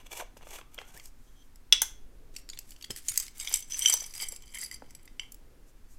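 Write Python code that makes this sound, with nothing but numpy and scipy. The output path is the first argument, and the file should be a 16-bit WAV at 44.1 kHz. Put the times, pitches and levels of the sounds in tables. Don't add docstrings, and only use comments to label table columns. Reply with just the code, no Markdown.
import sys
import numpy as np
from scipy import signal
from scipy.fft import rfft, irfft, next_fast_len
from scipy.io import wavfile
from scipy.ndimage import map_coordinates

SR = 44100
rng = np.random.default_rng(int(sys.argv[2]) if len(sys.argv) > 2 else 0)


def decibels_to_gain(level_db):
    exponent = np.asarray(level_db, float) / 20
    return 10 ** exponent


def file_out(sig):
    cols = np.atleast_2d(sig).T
    lim = np.clip(cols, -1, 1)
    pcm = np.round(lim * 32767).astype(np.int16)
    wavfile.write(sys.argv[1], SR, pcm)


N = 263850

# pitch in Hz, level in dB, time to fade by 60 dB in seconds.
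JAR_MODES = [
    [(2066, -5.5, 0.038), (2304, -4, 0.063), (3090, 4, 0.028), (3395, -9.5, 0.066)],
    [(4750, -3.5, 0.052), (5190, -2, 0.052), (6020, 5, 0.049)],
    [(6747, -18.5, 0.027), (7610, 4.5, 0.035), (8280, -2, 0.047)],
    [(10570, -0.5, 0.047), (11000, 0.5, 0.025), (13000, -7, 0.023), (13700, -22, 0.021)],
]
FAMILY_DB = [-4.5, 0.26, 2, 0]
# pitch in Hz, relative spread (no unit).
BEAD_BANDS = [(2800, .22), (5100, 0.12), (7600, .12), (12500, 0.15)]
# time in seconds, damping from 0 to 1, lean to lower modes in dB.
GRIP = [(0, 0.6, 6.5), (2.301, 0.7, 7.5), (3.299, 0.5, -0.5), (3.45, 0.4, -1), (3.701, 0, -11),
        (4.05, 0.05, -3), (4.15, 0.3, 6), (4.5, 0.01, 0.5), (5.0, 0.08, 8), (5.201, 0.42, 5.5),
        (5.3, 0.8, -5)]

# start in seconds, peak in dB, hardness in dB per mode family upward.
LID_TICKS = [(0.1272, -38.5, 0), (0.37, -53, -6), (0.428, -58, -4.5), (0.587, -51.5, 5),
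             (0.613, -62.5, -16), (0.744, -48.5, 5), (0.7876, -45, -14.5), (0.815, -52, -10),
             (0.975, -44.5, 3), (0.998, -45, -5.5), (1.057, -44.5, 2.5), (1.558, -52.5, 1.5)]
TILTING = [(2.342, -58, -5), (2.351, -52, -4), (2.364, -32.5, -2.5), (2.49, -39, -3), (2.499, -39.5, -3),
           (2.534, -50, -10), (2.574, -44, -6.5), (2.5891, -32.5, 2), (2.707, -45, 4), (2.719, -47, -3),
           (2.763, -51, -5.5), (2.812, -48, -6.5), (2.825, -41, -0.5), (2.845, -37.5, -3),
           (2.906, -32.5, -1.5), (2.962, -33.5, 0), (3.086, -24, 1.5), (3.0936, -32, 4.5), (3.1, -42, 2),
           (3.14, -40.5, 2.5), (3.158, -34.5, -1), (3.1755, -17, 5), (3.2002, -26, 3.5),
           (3.266, -40.5, -0.5), (3.281, -40.5, -4)]
POURING = [(3.381, -48, 7), (3.399, -33.5, -1), (3.449, -42, -2.5), (3.474, -32.5, -4), (3.4936, -43, 9.5),
           (3.5158, -39.5, -5), (3.526, -33, 1.5), (3.54, -17.5, 1), (3.558, -25.5, 1), (3.57, -36, 3.5),
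           (3.592, -43, 7.5), (3.605, -40.5, 6.5), (3.624, -39, -1), (3.712, -58.5, -13.5),
           (3.72, -36.5, -6), (3.743, -34, -4.5), (3.7913, -25.5, 4.5), (3.8213, -29, 0),
           (3.85, -36.5, -10.5), (3.8581, -22.5, -2), (3.876, -22, -1.5), (3.8846, -24, 1.5),
           (3.9, -43, -10.5), (3.926, -24, 1.5), (3.938, -17.5, 2.5), (3.997, -45, 4), (4.006, -38, 0.5),
           (4.026, -40, 2), (4.063, -38.5, 4.5)]
SHAKING = [(4.138, -38.5, -1), (4.15, -43.5, 0), (4.162, -40.5, 1.5), (4.1786, -37.5, 1), (4.2, -36.5, -7),
           (4.212, -40.5, 7.5), (4.224, -41.5, 9), (4.239, -37, 4.5), (4.2868, -38, 6.5),
           (4.3219, -35, 2.5), (4.348, -48.5, 4), (4.362, -38.5, 1), (4.422, -46.5, -1), (4.458, -54, 2),
           (4.478, -48, -2)]
SETTLING = [(4.545, -39, 0), (4.572, -46, -3), (4.585, -41, 3.5), (4.614, -43, 6), (4.62, -39, 0.5),
            (4.636, -38.5, 6), (4.662, -45, 2), (4.713, -37, 0.5), (4.725, -49.5, 2), (4.742, -42, 3.5),
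            (4.907, -46.5, -0.5), (4.95, -40.5, 2), (5.03, -60, 6.5), (5.055, -52, 3), (5.077, -52, -10),
            (5.1957, -41.5, -7), (5.3202, -49, 7), (5.3222, -46.5, 6), (5.3442, -50.5, 6.5)]

# start in seconds, peak in dB, pitch in Hz.
CLEAR_NOTES = [(2.3665, -36, 4560), (2.4993, -31.5, 6850), (2.5008, -34.5, 4600), (2.5903, -39, 7460),
               (2.825, -37, 4550), (2.8422, -33, 3350), (2.8425, -35, 4600), (2.9053, -29, 3150),
               (2.9059, -29, 7990), (2.9103, -29.5, 5190), (2.9629, -40, 8450), (3.0838, -19.5, 6830),
               (3.0848, -23, 8630), (3.0843, -25, 6160), (3.0921, -25, 6800), (3.0985, -22, 8650),
               (3.1049, -33, 6800), (3.158, -32, 7900), (3.1755, -28, 6270), (3.1766, -28.5, 5030),
               (3.1757, -32, 7700), (3.1759, -23, 11600), (3.1759, -19, 8340), (3.1995, -29.5, 6130),
               (3.1998, -24, 7870), (3.2097, -32, 7600), (3.2237, -31, 8040),
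               (3.4002, -28.5, 8210), (3.4005, -30.5, 6410), (3.4729, -31, 6000), (3.4735, -28, 2210),
              (3.4739, -29, 3330), (3.4813, -31, 3560), (3.526, -32, 11430), (3.5309, -33.5, 6200),
              (3.538, -24, 5960), (3.5396, -15.5, 7640), (3.556, -26, 7920), (3.57, -38, 7610),
              (3.57, -31, 8210), (3.5708, -32, 6070), (3.625, -35, 6120), (3.722, -29.5, 6110),
              (3.7351, -32, 6020), (3.743, -26, 6150), (3.7494, -32, 6160), (3.7902, -35, 7370),
              (3.793, -33, 5930), (3.8074, -30, 8300), (3.815, -32, 3110), (3.821, -26, 3130),
              (3.8214, -22.5, 5950), (3.8252, -24, 8290), (3.829, -33.5, 6010), (3.8307, -30, 3150),
              (3.8425, -30, 5990), (3.849, -29, 7400), (3.8498, -27.5, 2200), (3.8588, -11, 3106),
              (3.8596, -11.5, 5970), (3.8753, -18.5, 6020), (3.8823, -20, 3120), (3.883, -20, 7500),
              (3.8843, -22, 6000), (3.889, -40, 5900), (3.8906, -34, 7630), (3.8988, -26, 2210),
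              (3.9, -28, 3180), (3.907, -33, 7540), (3.9244, -18.5, 6080), (3.9282, -19, 5940),
              (3.9383, -14, 6030), (3.9533, -29.5, 7500), (3.9681, -37, 5820), (3.9757, -38, 5930),
              (4.0064, -29, 6020), (4.012, -31.5, 6000),
               (4.1387, -38.5, 5900), (4.1512, -35, 8130), (4.1631, -38, 4870), (4.1721, -38, 8520),
               (4.1783, -38, 4950), (4.194, -36, 7940), (4.2008, -38, 3140), (4.2019, -33.5, 4830),
               (4.2111, -37, 8320), (4.2124, -35.5, 2210), (4.2223, -31, 7900), (4.2274, -34, 8000),
               (4.2325, -35, 4900), (4.2378, -35, 8250), (4.2386, -35, 6010), (4.2425, -38, 3150),
               (4.2675, -36, 8400), (4.2855, -35, 7470), (4.2856, -33, 8280), (4.2858, -37, 5900),
               (4.2858, -34, 10700), (4.3217, -32, 7530), (4.3612, -40, 7400), (4.5476, -37, 10760),
               (4.5491, -36, 7650), (4.5705, -39, 2200), (4.5861, -35, 10700), (4.6133, -32, 7570),
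               (4.6136, -36, 8340), (4.623, -34, 10640), (4.6294, -34, 2010), (4.6378, -29.5, 8060),
               (4.6607, -39, 4760), (4.7128, -36, 7630), (4.7132, -34, 2020), (4.7145, -40, 4750),
               (4.743, -37.5, 7600), (4.7439, -41, 10500), (4.7442, -40, 4740), (5.1958, -25, 3060),
               (5.196, -33.5, 2700),
               (2.532, -40, 3500), (4.545, -37.5, 2060), (4.561, -41, 1850), (4.585, -39.5, 2020),
              (4.621, -40, 1960), (5.198, -33, 7550), (5.196, -35.5, 5900), (5.196, -37, 4800),
              (5.196, -32, 2190), (0.78, -33, 3250), (.788, -37, 2800), (5.1965, -44, 10460),
              (5.2345, -47.5, 2150), (5.233, -41, 3070)]
# pitch in Hz, time to fade by 60 dB in seconds.
NOTE_T60 = [(2000, 0.025), (3100, 0.032), (4700, 0.034), (6000, 0.039), (8000, 0.026), (11000, 0.021)]

# peak in seconds, swell in seconds, fade in seconds, level in dB, brightness in dB.
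SURGES = [(2.385, 0.074, 0.048, -60.5, 8.5), (2.52, 0.054, 0.15, -64.5, 0),
          (2.72, 0.16, 0.0535, -62.5, 5.5), (2.83, 0.14, 0.074, -62.5, 2), (2.909, 0.012, 0.04, -44.5, 2.5),
          (2.99, 0.066, 0.024, -50.5, 8), (3.105, 0.08, 0.029, -48.5, 8), (3.22, 0.3, 0.11, -48.5, 6),
          (3.4, 0.07, 0.09, -50, 6.5), (3.48, 0.11, 0.19, -45.5, 1.5), (3.58, 0.3, 0.047, -54.5, 9),
          (3.735, 0.017, 0.22, -53, 3), (3.81, 0.2, 0.3, -45, 4.5), (3.9, 0.14, 0.16, -37, 3.5),
          (4.03, 0.067, 0.19, -50.5, 1.5), (4.15, 0.012, 0.13, -56.5, 7), (4.23, 0.15, 0.086, -44.5, 1.5),
          (4.31, 0.055, 0.12, -59, 1), (4.56, 0.061, 0.072, -51, 1.5), (4.64, 0.18, 0.087, -50, 6.5),
          (4.73, 0.051, 0.048, -52.5, 2), (5.21, 0.016, 0.12, -63, -5.5), (4.3, 0.7, 1.8, -67.5, -1.5)]
# peak in seconds, swell in seconds, fade in seconds, level in dB.
CUPPED = [
    (3.1, 0.067, 0.28, -57.5),
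    (3.43, 0.11, .1, -50.5),
    (3.54, .12, 0.11, -48.5),
]
# pitch in Hz, level in dB, time to fade by 60 dB in seconds.
CUPPED_MODES = [(2210, -1, 0.034), (3700, -2, 0.023)]
# frequency in Hz, level in dB per Hz.
SCRAPE_COLOUR = [(710, -61), (1200, -18.5), (2000, -11), (3900, -14), (8080, -7), (14000, -12.5),
                 (16000, -24.5)]
FELT_COLOUR = [(150, -34), (400, -4), (1050, 9.5), (1600, -6.5), (2600, -28.5), (5000, -120)]

# start in seconds, peak in dB, pitch in Hz.
KNOCKS = [(0.368, -39, 600), (0.4105, -40.5, 1500), (0.4696, -33.5, 890), (0.53, -42, 980),
          (0.586, -35.5, 1080), (0.613, -37, 950), (.778, -41, 694), (0.785, -31.5, 963), (0.815, -33, 850),
          (0.944, -47, 374), (2.903, -32, 410), (3.513, -33, 1080), (3.939, -25, 967), (4.02, -36.5, 1000),
          (4.228, -37.5, 634), (4.325, -39.5, 576), (4.63, -41.5, 1710), (4.821, -32.5, 737)]
# start in seconds, level in dB, pitch in Hz.
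THUMPS = [
    (2.9015, -33, 107),
    (3.108, -37.5, 86),
    (4.821, -41, 270),
]

# peak in seconds, swell in seconds, fade in seconds, level in dB, brightness in dB.
TURNS = [(0, .05, 0.069, -64, -2), (.065, 0.028, 0.024, -59.5, -0.5), (.13, 0.042, 0.069, -49, 0.5),
         (.17, .04, 0.045, -46, 2), (.205, 0.035, 0.041, -44, -0.5), (.375, 0.02, 0.03, -62.5, 4),
         (.43, 0.028, 0.035, -61, -3.5), (.49, 0.025, 0.075, -61, 1.5), (.55, 0.17, 0.089, -51.5, 1),
         (.6, 0.051, 0.011, -58.5, -1), (.74, 0.036, 0.041, -62, 1), (.8, 0.038, 0.062, -57, -2),
         (.89, 0.076, 0.097, -61, 1), (.97, 0.12, 0.096, -60, 1.5), (1.06, 0.096, 0.048, -60, 6)]
# frequency in Hz, level in dB per Hz.
THREAD_DULL = [(210, -41), (350, -3.5), (935, 1.5), (1260, -7), (1580, -8.5), (2320, -4.5), (4500, -14.5),
               (9900, -120)]
THREAD_BRIGHT = [(2350, -27.5), (4000, -14.5), (6110, -3), (7700, -2.5), (10200, -9), (11700, -5),
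                 (15100, -14), (16000, -22.5)]
# pitch in Hz, level in dB, time to fade by 60 dB in seconds.
THREAD_MODES = [(950, -10, 0.035), (2316, 0, 0.025), (2890, -1, 0.022), (3405, -2, .025), (6120, -4, 0.022)]
# time in seconds, pitch in Hz, level in dB.
SQUEAK = [(0.198, 1663, -52), (0.203, 1540, -45), (0.222, 710, -42), (0.225, 596, -41.5), (.24, 595, -79),
          (.945, 1550, -70), (.96, 1624, -59), (.975, 1776, -55.5), (0.991, 2290, -63), (1.003, 2130, -54),
          (1.01, 2000, -66)]

# (pitch in Hz, level in dB, time to fade by 60 dB in seconds).
LANDINGS = [
    (1.7246, -0.5, -14, [(2055, -13.5, 0.02), (2310, -15.5, 0.054), (2650, -13, 0.04), (2890, -6.5, 0.035), (3150, -6, 0.025), (3388, 2, 0.031), (5120, -15.5, 0.05), (5315, -5.5, 0.03), (5950, -1.5, 0.028), (6050, -7.5, 0.08), (7620, -17, .04), (8450, -20, 0.031), (9600, -15, 0.023), (850, -31, 0.034)]),
    (1.818, -4.5, -5.5, [(526, -19.5, 0.026), (900, -11.5, 0.025), (1520, -7.5, 0.02), (2080, -7, 0.014), (3330, -10, 0.029), (6170, -0.5, 0.037), (7480, -9, 0.041), (8450, -11, 0.055), (9850, -10, 0.034), (10840, -1.5, 0.014), (12400, -12.5, 0.033), (13770, -9.5, 0.024)]),
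]
# pitch in Hz, level in dB, time to fade by 60 dB in seconds.
LINGER = [(3340, -43.5, 0.33), (6180, -39, .28)]
# peak in seconds, swell in seconds, fade in seconds, level in dB.
SLIDE = [
    (1.285, 0.036, 0.05, -70),
    (1.425, 0.14, 0.024, -65.5),
]

# peak in seconds, swell in seconds, fade in seconds, level in dB.
BRUSH = [
    (1.25, .25, 0.43, -73),
    (1.45, 0.17, 0.1, -73.5),
    (5.69, 0.053, .05, -67.5),
    (5.92, 0.064, 0.12, -65),
]
# peak in seconds, swell in seconds, fade in seconds, level in dB.
LOW_SWELLS = [
    (2.2, 0.7, 0.94, -68.5),
    (5.5, 0.52, 0.7, -69),
]
# time in seconds, appliance murmur in dB, rumble in dB.
AIR = [(0.0, -64, -55.5), (1.6, -66.5, -54), (2.2, -63.5, -50), (3.1, -65.5, -57), (5.03, -62.5, -54.5),
       (5.98, -67.5, -53.5)]
# frequency in Hz, level in dB per Hz.
MURMUR_COLOUR = [(35, -31), (56, 4), (68, -15), (123, -5), (188, -14.5), (238, -7), (450, -16), (2000, -46)]
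RUMBLE_COLOUR = [(2.9, -27), (5.0, 3.5), (18, 0.5), (52, -16), (75, -27), (90, -21), (120, -51.5),
                 (200, -120)]
HISS_COLOUR = [(410, -34), (700, -12), (1680, -14.5), (3330, -20), (6280, -21.5), (15000, -24.5),
               (16500, -41.5)]
# frequency in Hz, time to fade by 60 dB in seconds.
ROOM_T60 = [(300, 0.24), (2000, 0.34), (6000, 0.29), (14000, 0.081)]


def unit(x):
    return x / np.sqrt(np.mean(x ** 2) + 1e-20)


def along(points, hz):
    f, v = np.transpose(points)
    return np.interp(np.log(hz + 1), np.log(f + 1), v)


def curves(rows):
    s, *columns = np.transpose(rows)
    return [decibels_to_gain(np.interp(np.arange(N) / SR, s, db, -140, -140)) for db in columns]


def filtered(x, response):
    m = next_fast_len(N + 8192)
    return irfft(rfft(x, m) * response(np.fft.rfftfreq(m, 1 / SR)), m)[:N]


def bandpass(x, low_hz, high_hz):
    return signal.sosfilt(signal.butter(2, [low_hz, high_hz], "bandpass", fs=SR, output="sos"), x)


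def coloured(x, spectrum):
    return unit(filtered(x, lambda hz: decibels_to_gain(along(spectrum, hz))))


def grit(spread_db, per_s):
    hits = rng.random(N) < per_s / SR
    sizes = decibels_to_gain(spread_db * np.minimum(rng.exponential(size=N), 3.5))
    return hits * rng.standard_normal(N) * sizes


def clumps(depth_db, per_s):
    points = rng.standard_normal(int(N * per_s / SR) + 4)
    return decibels_to_gain(depth_db * map_coordinates(points, [np.arange(N) * per_s / SR]))


def swells(rows, lean=0):
    t, power = np.arange(0, N, 32) / SR, 0
    for s, swell, fade, db, *bright_db in rows:
        away = np.where(t < s, (s - t) / swell, (t - s) / fade)
        power = power + decibels_to_gain(db + lean * sum(bright_db) - 32 * away ** 1.55) ** 2
    return np.interp(np.arange(N) / SR, t, np.sqrt(power))


def struck(x, modes):
    def response(f):
        total = 0
        for k, (hz, db, t60) in enumerate(modes):
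            width = np.log(1000) / np.pi / t60
            total = total + (-1) ** k * decibels_to_gain(db) * 1j * f / (hz * hz - f * f + 1j * f * width)
        return total
    return unit(filtered(x, response))


def ring(modes, t, scatter_db, detune, attack):
    hz, db, t60 = np.transpose(modes)[:, :, None]
    strength, shift, phase = rng.standard_normal((3, len(modes), 1))
    decay = decibels_to_gain(db + scatter_db * strength - 60 * t / t60)
    tones = decay * np.sin(2 * np.pi * hz * (1 + detune * shift) * t + 0.97 * phase)
    return tones.sum(0) * (1 - np.exp(-t / attack))


def leaned(modes, damping, lean_db):
    side = np.linspace(1, -1, len(modes))
    return [(hz, db + lean_db * k, t60 * (1 - 0.75 * damping)) for (hz, db, t60), k in zip(modes, side)]


def hand_on_jar(s):
    when, damping, lean_db = np.transpose(GRIP)
    return np.clip(np.interp(s, when, damping), 0, 1), np.interp(s, when, lean_db)


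def add(track, s, x):
    track[round(s * SR):][:len(x)] += x


def clinks():
    out, t = np.zeros(N + SR), np.arange(SR // 24) / SR
    brief = t[:SR // 40]
    for s, peak_db, hardness in LID_TICKS + TILTING + POURING + SHAKING + SETTLING:
        family_db = peak_db + np.array(FAMILY_DB) + hardness * np.linspace(-1.5, 1.5, len(JAR_MODES))
        damping, lean_db = hand_on_jar(s)
        for db, modes, (hz, spread) in zip(family_db, JAR_MODES, BEAD_BANDS):
            held = leaned(modes, 0.21 + 0.6 * damping, lean_db)
            tone = ring(held, t, scatter_db=3.0, detune=0.0093, attack=0.00046)
            bead = ring([(hz, 0, 0.016)] * 7, brief, scatter_db=4.5, detune=spread, attack=0.00021)
            add(out, s, decibels_to_gain(db - 5.5) * (1 - damping) * tone / np.abs(tone).max())
            add(out, s, decibels_to_gain(db + 2.0) * (0.48 + 0.45 * damping) * bead / np.abs(bead).max())
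    return out[:N]


def notes():
    out, t = np.zeros(N + SR), np.arange(SR // 20) / SR
    for s, db, hz in CLEAR_NOTES:
        damping, _ = hand_on_jar(s)
        t60 = along(NOTE_T60, hz) * (1 - 0.65 * damping)
        note = ring([(hz, 0, t60)], t, scatter_db=0.5, detune=0, attack=0.00054)
        add(out, s - 0.0004, decibels_to_gain(db + 2) * note)
    return out[:N] * clumps(depth_db=0.8, per_s=370)


def rattle():
    wall, rim, bright = swells(SURGES, -1.2), swells(SURGES), swells(SURGES, 0.72)
    bunch = clumps(depth_db=3.5, per_s=150)
    taps = bunch * grit(spread_db=1.5, per_s=1200)
    scrape = coloured(bunch * grit(spread_db=1.0, per_s=4100), SCRAPE_COLOUR)
    damping, lean_db = hand_on_jar(np.arange(N) / SR)
    free = 1 - damping
    lower = 1 / (1 + decibels_to_gain(-1.5 * lean_db))

    def tone(modes, db):
        force = taps * clumps(depth_db=5.5, per_s=27) * rng.standard_normal(N)
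        return struck(force, leaned(modes, 0.56, db))

    wall_ring, rim_ring = (lower * tone(modes, 8.3) + (1 - lower) * tone(modes, -2.0)
                           for modes in JAR_MODES[:2])
    glassy = tone(JAR_MODES[2], 0) + decibels_to_gain(-1.5) * tone(JAR_MODES[3], 0)
    jar = decibels_to_gain(3.5) * wall * wall_ring + decibels_to_gain(5.5) * rim * rim_ring + decibels_to_gain(-1.5) * bright * glassy
    out = swells(CUPPED) * struck(taps * clumps(depth_db=2.5, per_s=45), CUPPED_MODES)
    out += decibels_to_gain(-1.5) * free * jar
    out += decibels_to_gain(1.5 - 3.5 * free) * bright * scrape
    return out + decibels_to_gain(-13) * wall * coloured(taps, FELT_COLOUR)


def knocks():
    out, t = np.zeros(N + SR), np.arange(SR // 8) / SR
    for s, db, hz in KNOCKS:
        puff = bandpass(decibels_to_gain(-60 * t / 0.022) * rng.standard_normal(len(t)), 0.42 * hz, 1.46 * hz)
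        add(out, s, decibels_to_gain(db - 4.0) * puff / np.abs(puff).max())
    for s, db, hz in THUMPS:
        add(out, s, -decibels_to_gain(db) * ring([(hz, 0, 0.05)], t, scatter_db=1.5, detune=0, attack=0.002))
    return out[:N]


def twist():
    dull, bright = swells(TURNS, -1.36), swells(TURNS, 0.9)
    judder = clumps(depth_db=2.5, per_s=120)
    rub = dull * coloured(judder * grit(spread_db=3.5, per_s=3500), THREAD_DULL)
    rub += bright * coloured(judder * grit(spread_db=-0.5, per_s=8200), THREAD_BRIGHT)
    catches = judder * clumps(depth_db=3.0, per_s=36) * grit(spread_db=1.5, per_s=1500)
    rub += decibels_to_gain(-0.5) * dull * struck(catches, THREAD_MODES)
    s, hz, db = np.transpose(SQUEAK)
    phase = 2 * np.pi * np.cumsum(np.interp(np.arange(N) / SR, s, hz)) / SR
    squeak_gain = curves(list(zip(s, db)))[0]
    return rub + squeak_gain * clumps(depth_db=4.5, per_s=350) * np.sin(phase)


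def lid():
    out, t = np.zeros(N + SR), np.arange(SR // 3) / SR
    for s, db, crack_db, modes in LANDINGS:
        crack = decibels_to_gain(crack_db - 60 * t / 0.029) * np.diff(rng.standard_normal(len(t) + 1))
        body = struck(rng.standard_normal(N), leaned(modes, 1.1, 0))[SR:][:len(t)]
        body *= decibels_to_gain(-3.5 - 60 * t / 0.03) + decibels_to_gain(-21.5 - 60 * t / 0.27)
        body += bandpass(rng.standard_normal(len(t)), 1100, 5500) * decibels_to_gain(-17 - 60 * t / 0.14)
        blow = ring(modes, t, scatter_db=1.5, detune=0, attack=0.0005)
        blow += (crack + body) * (1 - np.exp(-t / 0.00016))
        blow = decibels_to_gain(db) * blow / np.abs(blow).max()
        add(out, s, blow)
        add(out, s + 0.0068, decibels_to_gain(-17.5) * blow)
    add(out, s, ring(LINGER, t, scatter_db=0.5, detune=0, attack=0.002))
    singing = struck(rng.standard_normal(N), [(3227, 5.0, 0.022), (6120, 2, 0.023)])
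    return out[:N] + swells(SLIDE) * singing


def room(x):
    hz, t, z = signal.stft(rng.standard_normal(SR // 2), SR, nperseg=256)
    fading = z * decibels_to_gain(-60 * t / along(ROOM_T60, hz)[:, None])
    tail = signal.istft(fading, SR, nperseg=256)[1]
    late = np.pad(x, (250, 0))
    return signal.fftconvolve(late, tail / np.linalg.norm(tail))[:N]


def background():
    murmur, rumble = curves(AIR)
    noise = rng.standard_normal((5, N))
    out = decibels_to_gain(-69.5) * coloured(noise[0], HISS_COLOUR)
    out += decibels_to_gain(0.5) * murmur * coloured(noise[1], MURMUR_COLOUR)
    out += decibels_to_gain(5.0) * rumble * coloured(noise[2], RUMBLE_COLOUR)
    out += swells(BRUSH) * coloured(noise[3], THREAD_BRIGHT)
    return out + swells(LOW_SWELLS) * unit(bandpass(noise[4], 330, 560))


def scene():
    beads = clinks() + notes() + rattle() + knocks() + twist()
    drop = lid()
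    answer = decibels_to_gain(-14.5) * room(beads) + decibels_to_gain(-15.0) * room(drop)
    return (beads + drop + answer + background())[None]


def low_pass(x):
    return signal.sosfilt(signal.butter(12, 17030, fs=SR, output="sos"), x)


def record(dry):
    mix = filtered(dry[0], lambda hz: np.where(hz < 15800, 1, decibels_to_gain(-22.5)))[None]
    return low_pass(mix)


dry = scene()
out = record(dry)
file_out(out)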